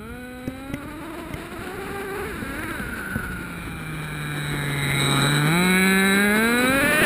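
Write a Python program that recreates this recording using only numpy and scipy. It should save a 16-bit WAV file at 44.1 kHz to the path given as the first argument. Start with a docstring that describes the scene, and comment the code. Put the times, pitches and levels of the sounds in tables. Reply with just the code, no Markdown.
"""A small two-stroke engine on a model truck revs far off on a gravel lot, coasts up close and pulls hard again.
Each turn of the crank fires one exhaust pulse, which rings in the pipe; a thin metallic whine rides on top.
The lot adds echoes and the ground thins three bands. Shaped noise makes the wind and the roll of the tyres,
short low rings make the knocks on a hard camera case, and snaps of noise make ticks and one hard burn.
The camera's recorder holds each sample for 1/12000 s, which adds a mirrored treble."""
import sys
import numpy as np
from scipy import signal
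from scipy.fft import rfft, irfft, next_fast_len
from scipy.io import wavfile
from scipy.ndimage import uniform_filter1d

SR = 44100
rng = np.random.default_rng(int(sys.argv[2]) if len(sys.argv) > 2 else 0)


def transcribe(signal):
    """Save signal, clipped to [-1, 1], as a 16-bit WAV file at the path in sys.argv[1]."""
    frames = np.atleast_2d(signal).T
    limited = np.clip(frames, -1, 1)
    pcm = np.round(limited * 32767).astype(np.int16)
    wavfile.write(sys.argv[1], SR, pcm)


N = 310905
TIME = np.arange(N) / SR


def gain_of(db):
    """Turns decibels into a plain multiplier."""
    return 10 ** (np.asarray(db) / 20)


def evened(x):
    """Scales a sound to an average strength (rms) of 1."""
    return x / np.sqrt(np.mean(x ** 2) + 1e-20)


def steadied(x, size=4096):
    """Holds the running strength (rms over size samples) at 1."""
    return x / np.sqrt(abs(uniform_filter1d(x ** 2, size)) + 1e-20)


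def columns(table):
    """Draws each column of a timed table as a curve with one value per sample."""
    seconds, *values = np.transpose(table)
    return [np.interp(TIME, seconds, v) for v in values]


def share_of(table):
    """Draws a one-column table as a curve kept between 0 and 1."""
    return np.clip(columns(table)[0], 0, 1)


def coloured(x, points):
    """Filters a sound by a spectrum given as (Hz, dB) points."""
    size = next_fast_len(N + 8192)
    hz = np.fft.rfftfreq(size, 1 / SR)
    point_hz, point_db = np.transpose(points)
    db = np.interp(np.log(hz + 1), np.log(point_hz + 1), point_db)
    return irfft(rfft(x, size) * gain_of(db), size)[:N]


def resonate(x, hz, width_hz):
    """Keeps a band around a moving pitch: shifts it down to zero, smooths, and shifts back."""
    turn = np.exp(2j * np.pi * np.cumsum(hz * np.ones(len(x))) / SR)
    r = np.exp(-np.pi * width_hz / SR)
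    smooth = signal.lfilter([1 - r], [1, -r], x / turn)
    return 2 * (turn * smooth).real


def drift(seconds):
    """Wanders by chance with rms 1, its noise smoothed twice over this many seconds."""
    size = round(seconds * SR)
    return evened(uniform_filter1d(uniform_filter1d(rng.standard_normal(N), size), size))


def bumps(table):
    """Adds up smooth humps, one for each row of middle, height and spread."""
    return sum(height * np.exp(-.5 * ((TIME - s) / spread) ** 2) for s, height, spread in table)


# How near the truck is. Each row: time in seconds, closeness in dB.
CLOSENESS = [(0, -35.5), (.7, -23), (1.3, -15.5), (2.2, -9), (2.7, -7.5), (3.1, -9.5), (3.7, -12.5),
             (4.4, -6.5), (4.9, 3.5), (5.15, 10.5), (5.8, -2), (6.3, -2), (7.05, 10)]
# How far the throttle is open. Each row: time in seconds, opening from 0 (shut) to 1 (open).
THROTTLE = [(0, 0.8), (1.4, 0.22), (2.1, 0.41), (2.3, 0.44), (2.36, 0.17), (2.65, 0.42), (2.95, 0),
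            (4.5, 0.23), (5.4, 0.39), (5.55, 0.86), (7.05, 0.58)]
# How two layers follow the truck. Each entry: level in dB at closeness 0 with the throttle shut,
# dB for each dB of closeness, dB added by full throttle.
LAYERS = {"body": (-39.5, 0.59, 15.9), "roll": (-30, 0.61, 0)}


def level(name):
    """Sets a layer's gain: a nearer truck and a wider throttle can each make it louder."""
    base_db, slope, throttle_db = LAYERS[name]
    return gain_of(base_db + slope * columns(CLOSENESS)[0] + throttle_db * share_of(THROTTLE))


# The smooth engine speed. Each row: time in seconds, firings a second.
ENGINE_SPEED = [(0, 204), (.1, 237), (.19, 248), (.45, 251), (.95, 305), (1.22, 335), (1.33, 317),
                (1.4, 342), (1.62, 350), (1.72, 385), (2.03, 400), (2.15, 390), (2.27, 416), (2.312, 412),
                (2.335, 336), (2.37, 338), (2.39, 300), (2.41, 299), (2.44, 268), (2.535, 274),
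                (2.575, 294), (2.595, 317), (2.64, 330), (2.68, 324), (2.73, 325), (2.79, 270), (2.84, 240),
                (2.98, 226), (3.06, 190), (3.32, 182), (3.78, 159), (4.15, 149), (4.53, 146), (4.75, 142),
                (4.91, 139), (5.25, 139), (5.28, 145), (5.45, 147.4), (5.54, 169.6), (5.61, 180),
                (5.79, 187.4), (6.12, 195.4), (6.3, 207.2), (6.67, 256), (6.78, 279), (6.8, 275),
                (6.84, 291), (6.92, 296), (6.94, 306), (6.96, 304), (6.995, 311), (7.05, 306)]


def firing_rate():
    """Gives the smooth engine speed in Hz, before skips and flutter."""
    return columns(ENGINE_SPEED)[0]


# Tone of the wind rumble. Each row: pitch in Hz, relative level in dB per Hz.
WIND_TONE = [(15, -29), (30, -7.5), (55, 0.5), (100, -4), (200, -9), (350, -16), (500, -25), (1000, -55.5)]
# Gusts over the steady wind. Each row: middle in seconds, rise in dB (below zero a lull), spread in seconds.
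GUSTS = [(.3, -3.5, 0.22), (1.55, -2, 0.072), (3.18, 7.5, 0.089), (4.398, 3, 1), (5.057, 9, 0.16),
         (6.595, 4.5, 0.14)]
WIND_DB = -41  # steady level


def wind(lumps_db=2.6):
    """Wind pushing on the microphone: a lumpy low rumble of filtered noise with gusts."""
    lumpy = rng.standard_normal(N) * gain_of(lumps_db * drift(0.17))
    return gain_of(WIND_DB + bumps(GUSTS)) * evened(coloured(lumpy, WIND_TONE))


# Tone of the rolling noise. Each row: pitch in Hz, relative level in dB per Hz.
ROLL_TONE = [(80, -45), (160, -5), (260, -2.5), (420, -7.5), (700, -17.5), (1500, -12.5), (2500, -17.5),
             (4000, -22.5), (5800, -35.5)]
ROLL_SPEED_DB = 1.5  # added for each doubling of the revs


def roll(lumps_db=1.7):
    """Tyres and air: dull, grainy filtered noise that grows with closeness and revs."""
    grainy = rng.standard_normal(N) * gain_of(lumps_db * drift(0.023))
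    speed_gain = gain_of(ROLL_SPEED_DB * np.log2(firing_rate() / 200))
    return level("roll") * speed_gain * evened(coloured(grainy, ROLL_TONE))


# Knocks on the case. Each row: start in seconds, peak in dB, pitch in Hz.
KNOCKS = [(0.4773, -14, 260), (0.699, -23.5, 265), (0.737, -16.5, 265), (0.854, -25, 271),
          (0.999, -32, 297), (1.307, -26, 295), (1.341, -22, 152), (1.59, -25, 99), (1.789, -23.5, 384),
          (1.911, -29, 213), (2.178, -25, 366), (2.422, -20, 226), (2.641, -23, 229), (2.712, -19.5, 275),
          (2.8, -22, 200), (3.157, -13, 228), (3.384, -30, 172), (6.697, -17.5, 198), (6.836, -15, 260),
          (6.882, -19, 240), (7.016, -12, 345)]


def knocks(t60=0.07):
    """The case rings low and briefly at three pitches; t60 is the seconds to fall by 60 dB."""
    out, t = np.zeros(N + 8000), np.arange(4000) / SR
    for (s, db, hz), turn in zip(KNOCKS, rng.random((len(KNOCKS), 2))):
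        boom = -np.sin(2 * np.pi * hz * t)
        boom += 0.61 * np.sin(2 * np.pi * (0.5 * hz * t + turn[0]))
        boom += 0.26 * np.sin(2 * np.pi * (2.15 * hz * t + turn[1]))
        boom *= (1 - np.exp(-t / 0.000061)) * gain_of(-60 * t / t60)
        out[round(s * SR):][:4000] += gain_of(db) * boom / abs(boom).max()
    return out[:N]


# Sharp ticks and softer crackles; the one at 4.916 s is a single hard burn of the engine.
# Each row: start in seconds, peak in dB, pitch in Hz,
# strength of the treble snap in dB before the whole sound is scaled to its peak.
TICKS_AND_BURN = [(0.4748, -16, 2000, 2), (0.7395, -12, 2080, -4), (1.339, -14, 2070, -4),
                  (2.5928, -16, 1750, -6), (4.916, -10, 2100, -6), (1.104, -26, 1100, -18),
                  (1.13, -27, 1270, -18), (1.594, -27, 1500, -14), (1.6714, -24, 1500, -20),
                  (1.8474, -28, 1280, -20), (2.016, -26, 1610, -20), (2.179, -22, 1430, -20),
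                  (2.635, -23, 1900, -20), (2.7075, -22, 1400, -20), (2.755, -24, 1000, -20),
                  (2.796, -21, 1330, -16), (2.8966, -24, 1420, -20)]


def ticks_and_burn(t60=0.02, ring_t60=0.035):
    """Each is a fading burst of noise around one pitch, a treble snap and a brief high ring."""
    out, t = np.zeros(N + 8000), np.arange(4000) / SR
    for (s, db, hz, snap_db), hiss in zip(TICKS_AND_BURN, rng.standard_normal((len(TICKS_AND_BURN), 4000))):
        band = resonate(resonate(hiss, hz, 2040), hz, 2040)
        snap = gain_of(snap_db) * np.diff(hiss, prepend=0)
        burst = (band + snap) * gain_of(-60 * t / t60)
        burst += 0.45 * np.sin(2 * np.pi * hz * t) * gain_of(-60 * t / ring_t60)
        out[round(s * SR):][:4000] += gain_of(db) * burst / abs(burst).max()
    return out[:N]


# Share of the engine's power that arrives scattered by ground and trees. Each row: time in seconds, share 0 to 1.
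SCATTER = [(0, .14), (.8, .1), (2.2, .1), (2.35, .05), (2.8, .08), (3.4, .25), (4.5, .07), (5.4, .07),
           (5.6, .04), (7.05, .03)]
# Filter for the long waves that pass unscattered. Each row: pitch in Hz, level in dB.
LONG_WAVES = [(500, 0), (900, -40)]


def lot(x, t60=0.37, first_s=.006):
    """Sparse, fading echoes smear the tones when the revs move; three sets of them take turns over time."""
    share, t = share_of(SCATTER), np.arange(12000) / SR
    taps = rng.standard_normal((3, 12000)) * (rng.random((3, 12000)) < .03)
    taps *= (t > first_s) * gain_of(-60 * t / t60)
    taps /= np.linalg.norm(taps, axis=1)[:, None]
    # the squares of the three turns sum to 1.5 before the factor, 1 after
    turn = np.sqrt(2 / 3) * np.cos(np.pi * (TIME / 0.776 + np.arange(3)[:, None] / 3))
    echoes = signal.fftconvolve(x * np.sqrt(share) * turn, taps, axes=1).sum(0)[:N]
    low = coloured(x, LONG_WAVES)  # long waves pass the stones and leaves unscattered
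    return low + np.sqrt(1 - share) * (x - low) + echoes - coloured(echoes, LONG_WAVES)


# Bands cancelled by the echo off the ground. Each row: time in seconds, pitch of the lower band in Hz,
# depth from 0 to 1.
GROUND_DIP = [(0, 3550, .2), (.8, 3300, .5), (2.5, 3280, .7), (3.4, 3300, .7), (3.7, 2720, .75),
              (4.4, 2700, .85), (4.7, 2690, 1), (5.4, 2670, 1), (5.6, 2860, .7), (6.2, 3130, .7),
              (7.05, 3360, .7)]
DIP_WIDTH_HZ, SECOND_DIP, SECOND_WIDTH_HZ = 420, 1.77, 900  # the second band lies 1.77 times higher


def ground_echo(x):
    """The echo off the ground cancels two moving bands, so each is taken out of the sound."""
    dip_hz, depth = columns(GROUND_DIP)
    x = x - depth * resonate(x, dip_hz, DIP_WIDTH_HZ)
    return x - depth * resonate(x, SECOND_DIP * dip_hz, SECOND_WIDTH_HZ)


# A narrow moving band thinned by the engine's echo off the ground. Each row: time in seconds, pitch in Hz,
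# depth from 0 to 1.
LOW_GROUND_GAP = [(0, 1740, 0.66), (4.45, 1920, 0), (4.55, 1510, 0.7), (4.7, 1540, 1), (4.95, 1480, 1),
                  (5.1, 2000, 0.35), (5.3, 2040, .65), (5.45, 1910, 0.2), (5.65, 2010, 1), (6.05, 1810, 0),
                  (6.2, 1930, 0.6), (6.35, 1880, 0.5), (6.6, 2100, 0), (7.05, 2100, 0)]
GAP_WIDTH_HZ = 144


def low_ground_gap(x):
    """The engine's echo off the ground also thins a narrow moving band at a lower pitch."""
    gap_hz, depth = columns(LOW_GROUND_GAP)
    return x - np.clip(depth, 0, 1) * resonate(x, gap_hz, GAP_WIDTH_HZ)


def ring(x, hz, damping, narrow_hz=150, wide_hz=560):
    """Rings at a moving pitch, blending a narrow band into a wide one as damping grows; ends near rms 1."""
    share = np.clip(damping, 0, 1)
    narrow = steadied(resonate(resonate(x, hz, narrow_hz), hz, narrow_hz))
    wide = steadied(resonate(resonate(x, hz, wide_hz), hz, wide_hz))
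    return steadied((1 - share) * narrow + share * wide)


# Flares of the revs as the wheels skip over stones. Each row: middle in seconds, rise in Hz before its
# short-time mean is taken off (below zero a sag as the wheels bite).
SKIPS = [(0.884, 24), (.945, 12), (0.997, 36), (1.062, 46), (1.107, 42), (1.167, 55), (1.213, 41),
         (1.294, 34), (1.384, 37.5), (1.536, 30), (1.635, 38.5), (1.758, 51), (1.808, 26.5), (1.873, 42),
         (1.956, 17.5), (2.044, 31), (2.126, 22), (2.163, 55.5), (2.207, 42), (2.262, 50), (2.299, 27),
         (2.37, 14.5), (2.635, 16), (2.7, 30), (6.822, 19), (6.885, 5), (6.976, 11), (7.02, 31),
         (1.568, -19.5), (1.781, -29), (1.892, -35), (2.106, -4.5), (2.187, -28), (2.235, -37)]
# How bumpy the ride is. Each row: time in seconds, share of small skips from 0 to 1.
BUMPY = [(0, 0), (.7, 0), (.8, 1), (2.3, 1), (2.4, .3), (2.58, .3), (2.65, .8), (2.85, 0), (6.75, 0),
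         (7.05, .25)]
SMALL_SKIP_HZ = 7  # rms at full share, before the short-time mean is taken off


def crank_turns(skip_s=0.0095, flutter=0.005):
    """Counts turns of the crank: the smooth speed with skips, sags and a slight flutter."""
    flare = bumps([(s, rise, skip_s) for s, rise in SKIPS])
    flare = flare + SMALL_SKIP_HZ * columns(BUMPY)[0] * drift(skip_s)
    hz = firing_rate() + flare - uniform_filter1d(flare, size=5000)
    return np.cumsum(hz * (1 + flutter * drift(0.0132))) / SR


# How rough the burn is. Each row: time in seconds, share of noise from 0 to 1.
ROUGH = [(0, .12), (.7, .1), (1.0, .09), (2.3, .1), (2.38, .05), (2.56, .05), (2.62, .08), (2.8, .14),
         (2.95, .4), (3.5, .3), (4.6, .21), (5.4, .24), (5.55, .03), (6.7, .025), (7.05, .04)]
# Top of the clean exhaust tones, leaving hiss above. Each row: time in seconds, pitch in Hz.
CLEAN_TOP = [(0, 4400), (.7, 4400), (.9, 3300), (2.9, 3300), (3.4, 4400)]


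def exhaust(turns, fired, rough, burn_strength, bounce):
    """One pulse a turn, a stack of firing tones, mixed with puffs of noise that fade after each firing."""
    top = columns(CLEAN_TOP)[0] / firing_rate()
    pulses = -sum(np.cos(2 * np.pi * k * fired) * np.clip(top - k, 0, 1) for k in range(4, 34))
    puffs = (.12 + np.exp(-(fired % 1) / .17)) * rng.standard_normal(N)
    mix = np.sqrt(1 - rough) * steadied(pulses) + np.sqrt(rough) * evened(puffs)
    return mix * burn_strength * bounce, puffs


# Low ring of the pipe as the truck turns. Each row: time in seconds, pitch in Hz, level in dB.
LOW_RING = [(0, 1360, -46), (.25, 1470, -44.5), (.5, 1490, -60), (.8, 1310, -44), (1.33, 1170, -58),
            (1.63, 1330, -47.5), (2.47, 1546, -40.5), (3.15, 1466, -29.5), (3.61, 1420, -43.5),
            (4.4, 1620, -36.5), (4.65, 1650, -32.5), (4.89, 1580, -48), (5.12, 1150, -31.5),
            (5.34, 1600, -28), (5.63, 1330, -40), (5.77, 1655, -26), (6.26, 1660, -22.5), (6.67, 1465, -28),
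            (6.87, 1730, -25), (7.05, 1780, -22.5)]
# Damping of the low ring, least when the pipe points this way. Each row: time in seconds, 0 narrow to 1 wide.
LOW_DAMPING = [(0, .3), (.65, .5), (.8, .8), (2.1, .75), (2.35, .6), (2.7, .8), (2.9, .2), (3.4, .15),
               (3.7, 1), (5.5, 1), (5.8, .6), (6.6, .7), (6.8, .95), (7.05, .9)]
# High ring of the pipe. Each row: time in seconds, pitch in Hz, level in dB.
HIGH_RING = [(0, 2380, -56), (.7, 2440, -59), (1.2, 2160, -72), (2.1, 2240, -90), (2.65, 2100, -41),
             (3.12, 2210, -59), (3.61, 2370, -41), (4.4, 2310, -37.5), (4.63, 2050, -37), (4.92, 2080, -26),
             (5.12, 2330, -32), (5.4, 2290, -34), (5.77, 2230, -22.5), (6.09, 2160, -27), (6.3, 2070, -28),
             (6.7, 2350, -30.5), (6.9, 2460, -28), (7.05, 2630, -24)]
# Damping of the high ring. Each row: time in seconds, 0 narrow to 1 wide.
HIGH_DAMPING = [(0, .7), (3.3, .9), (3.6, .4), (4.4, .45), (4.65, .65), (5.0, .65), (5.15, .45), (5.45, .5),
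                (5.6, .6), (6.6, .7), (7.05, .95)]
# Upper ring of the pipe. Each row: time in seconds, level in dB.
UPPER_RING = [(0, -57), (.6, -58), (1.3, -62), (2.7, -61.5), (4.4, -54), (5.15, -41), (6.2, -38.5),
              (7.05, -33.5)]
UPPER_RING_HZ, UPPER_WIDTH_HZ = 3100, 810


def pipe_rings(drive, rough):
    """The exhaust pulses set three resonances of the pipe ringing."""
    (low_hz, low_db), (high_hz, high_db) = columns(LOW_RING), columns(HIGH_RING)
    out = gain_of(low_db) * ring(drive, low_hz, columns(LOW_DAMPING)[0])
    out += gain_of(high_db) * ring(drive, high_hz, columns(HIGH_DAMPING)[0], wide_hz=800)
    rasp = drive + (.15 + 4 * rough) * rng.standard_normal(N)
    upper = ring(rasp, UPPER_RING_HZ, 1.0, wide_hz=UPPER_WIDTH_HZ)
    return out + gain_of(columns(UPPER_RING)[0]) * upper


# A thin metallic whine, likely the clutch bell. Each row: time in seconds, level in dB.
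WHINE = [(0, -62), (.33, -54), (1.08, -57.5), (2.4, -55), (2.71, -48), (2.96, -60), (3.83, -49.5),
         (4.34, -39), (4.9, -33), (5.0, -25), (5.36, -24.5), (5.44, -34), (5.53, -28.5), (6.15, -29.5),
         (6.3, -37.5), (6.58, -31), (7.05, -44)]
WHINE_HZ, WHINE_RISE_HZ, WHINE_WAVER = 3813, 102, .004  # climbs as the throttle opens; wavers by this share
WHINE_FLICKER_DB, WHINE_FLICKER_S = 1.8, .02


def whine(drive, puffs):
    """Metal struck by the burns and rubbed under load rings high, with a faint upper mode."""
    throttle = share_of(THROTTLE)
    hz = (WHINE_HZ + WHINE_RISE_HZ * throttle) * (1 + WHINE_WAVER * drift(0.092))
    gain = gain_of(columns(WHINE)[0] + WHINE_FLICKER_DB * drift(WHINE_FLICKER_S))
    rattle = drive + (.35 + .8 * throttle) * rng.standard_normal(N)
    main = ring(rattle, hz, .7 * (1 - throttle), narrow_hz=140, wide_hz=330)
    return gain * (main + gain_of(-32.0) * ring(puffs, 5285, 0.2))


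# The firing tone and its octave. Each row: time in seconds, firing tone in dB, octave in dB.
FIRING_TONE = [(0, -40.5, -43.5), (.45, -39, -43), (.85, -37.5, -49), (1.2, -36, -43), (1.4, -41, -47.5),
               (1.85, -36, -42), (2.22, -30.5, -41.5), (2.36, -39.5, -61), (2.55, -36.5, -42.5),
               (2.7, -35.5, -56), (2.8, -42.5, -45), (3.1, -39, -51), (3.35, -39.5, -60),
               (3.73, -36, -50.5), (4.5, -28.5, -41.5), (5.04, -24.5, -37.5), (5.55, -20, -28),
               (6.3, -21.5, -27), (6.67, -24, -27.5), (6.9, -29, -28), (7.05, -41, -26.5)]
# The tone at three times the firing rate. Each row: time in seconds, level in dB.
THIRD_TONE = [(0, -54), (.5, -48), (.9, -50), (1.1, -45), (1.4, -51.5), (2.2, -42), (2.4, -54),
              (2.68, -43.5), (2.8, -52), (3, -67), (4.5, -49.5), (5.3, -38.5), (5.6, -40), (5.95, -45),
              (6.3, -34.5), (6.7, -36.5), (7.05, -43)]


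def low_tones(turns, fired, bounce, lead=0.38):
    """The three lowest tones: two follow the crank, the third the uneven firing; all waver in strength."""
    first_db, second_db = columns(FIRING_TONE)
    third_db = columns(THIRD_TONE)[0]
    first = gain_of(first_db + 0.24 * drift(0.17)) * np.cos(2 * np.pi * (turns - lead))
    second = gain_of(second_db + 0.5 * drift(0.0089)) * np.cos(4 * np.pi * (turns - lead))
    third = gain_of(third_db + 1.5 * drift(0.03)) * np.cos(6 * np.pi * fired)
    return np.sqrt(2) * (first + bounce * (second - third))  # root 2 makes the dB levels rms


# Tone of the engine's body. Each row: pitch in Hz, relative level in dB.
BODY_TONE = [(450, 10), (600, 8.5), (850, 20.5), (1050, 6.5), (1250, 17), (1900, 15.5), (2500, 14.5),
             (2750, -10), (4200, 8), (4700, -2.5), (5600, -27), (6000, -58)]
BOUNCE_DB, BOUNCE_S = 2, .012  # bouncing breaks up the level


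def engine(uneven_db=2.6, jitter=0.055):
    """Fires once a turn; a rougher burn makes the strength and moment of each firing less even."""
    rough = share_of(ROUGH)
    turns = crank_turns()
    bounce = gain_of(BOUNCE_DB * columns(BUMPY)[0] * drift(BOUNCE_S))
    burn = rng.standard_normal((4000, 2))[(turns + .3).astype(int)]  # one strength and moment per burn
    burn_strength = uniform_filter1d(gain_of(uneven_db * rough * burn[:, 0]), size=30)
    fired = turns + uniform_filter1d(jitter * rough * burn[:, 1], size=60)
    drive, puffs = exhaust(turns, fired, rough, burn_strength, bounce)
    body = level("body") * steadied(coloured(drive, BODY_TONE))
    return body + pipe_rings(drive, rough) + whine(drive, puffs) + low_tones(turns, fired, bounce)


def scene():
    """Mixes wind, roll, engine, knocks, ticks and the hard burn at one microphone."""
    truck = lot(low_ground_gap(engine()))
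    outdoors = ground_echo(truck + wind() + roll())
    return (outdoors + knocks() + ticks_and_burn())[None]


HOLD_HZ, EDGE_HZ = 12000, 15300  # samples held a second; top of the recorder's band


def record(dry):
    """Held samples mirror the sound around 12 kHz under a sinc slope; then the band limit cuts the top."""
    size = next_fast_len(N + 8192)
    hz = np.fft.rfftfreq(size, 1 / SR)
    # the sound runs on, mirrored in time, past both ends
    padded = np.pad(dry, [(0, 0), (4096, size - N - 4096)], "reflect")
    narrow = irfft(rfft(padded) * np.clip((HOLD_HZ / 2 - hz) / 250, 0, 1), size)
    mirrored = narrow * (1 + 2 * np.cos(2 * np.pi * HOLD_HZ * np.arange(size) / SR))
    slope = np.sinc(hz / HOLD_HZ) * np.clip((EDGE_HZ - hz) / 300, 0, 1)
    held = irfft(rfft(mirrored) * slope, size)
    return held[:, 4096:4096 + N]


dry = scene()
out = record(dry)
transcribe(out)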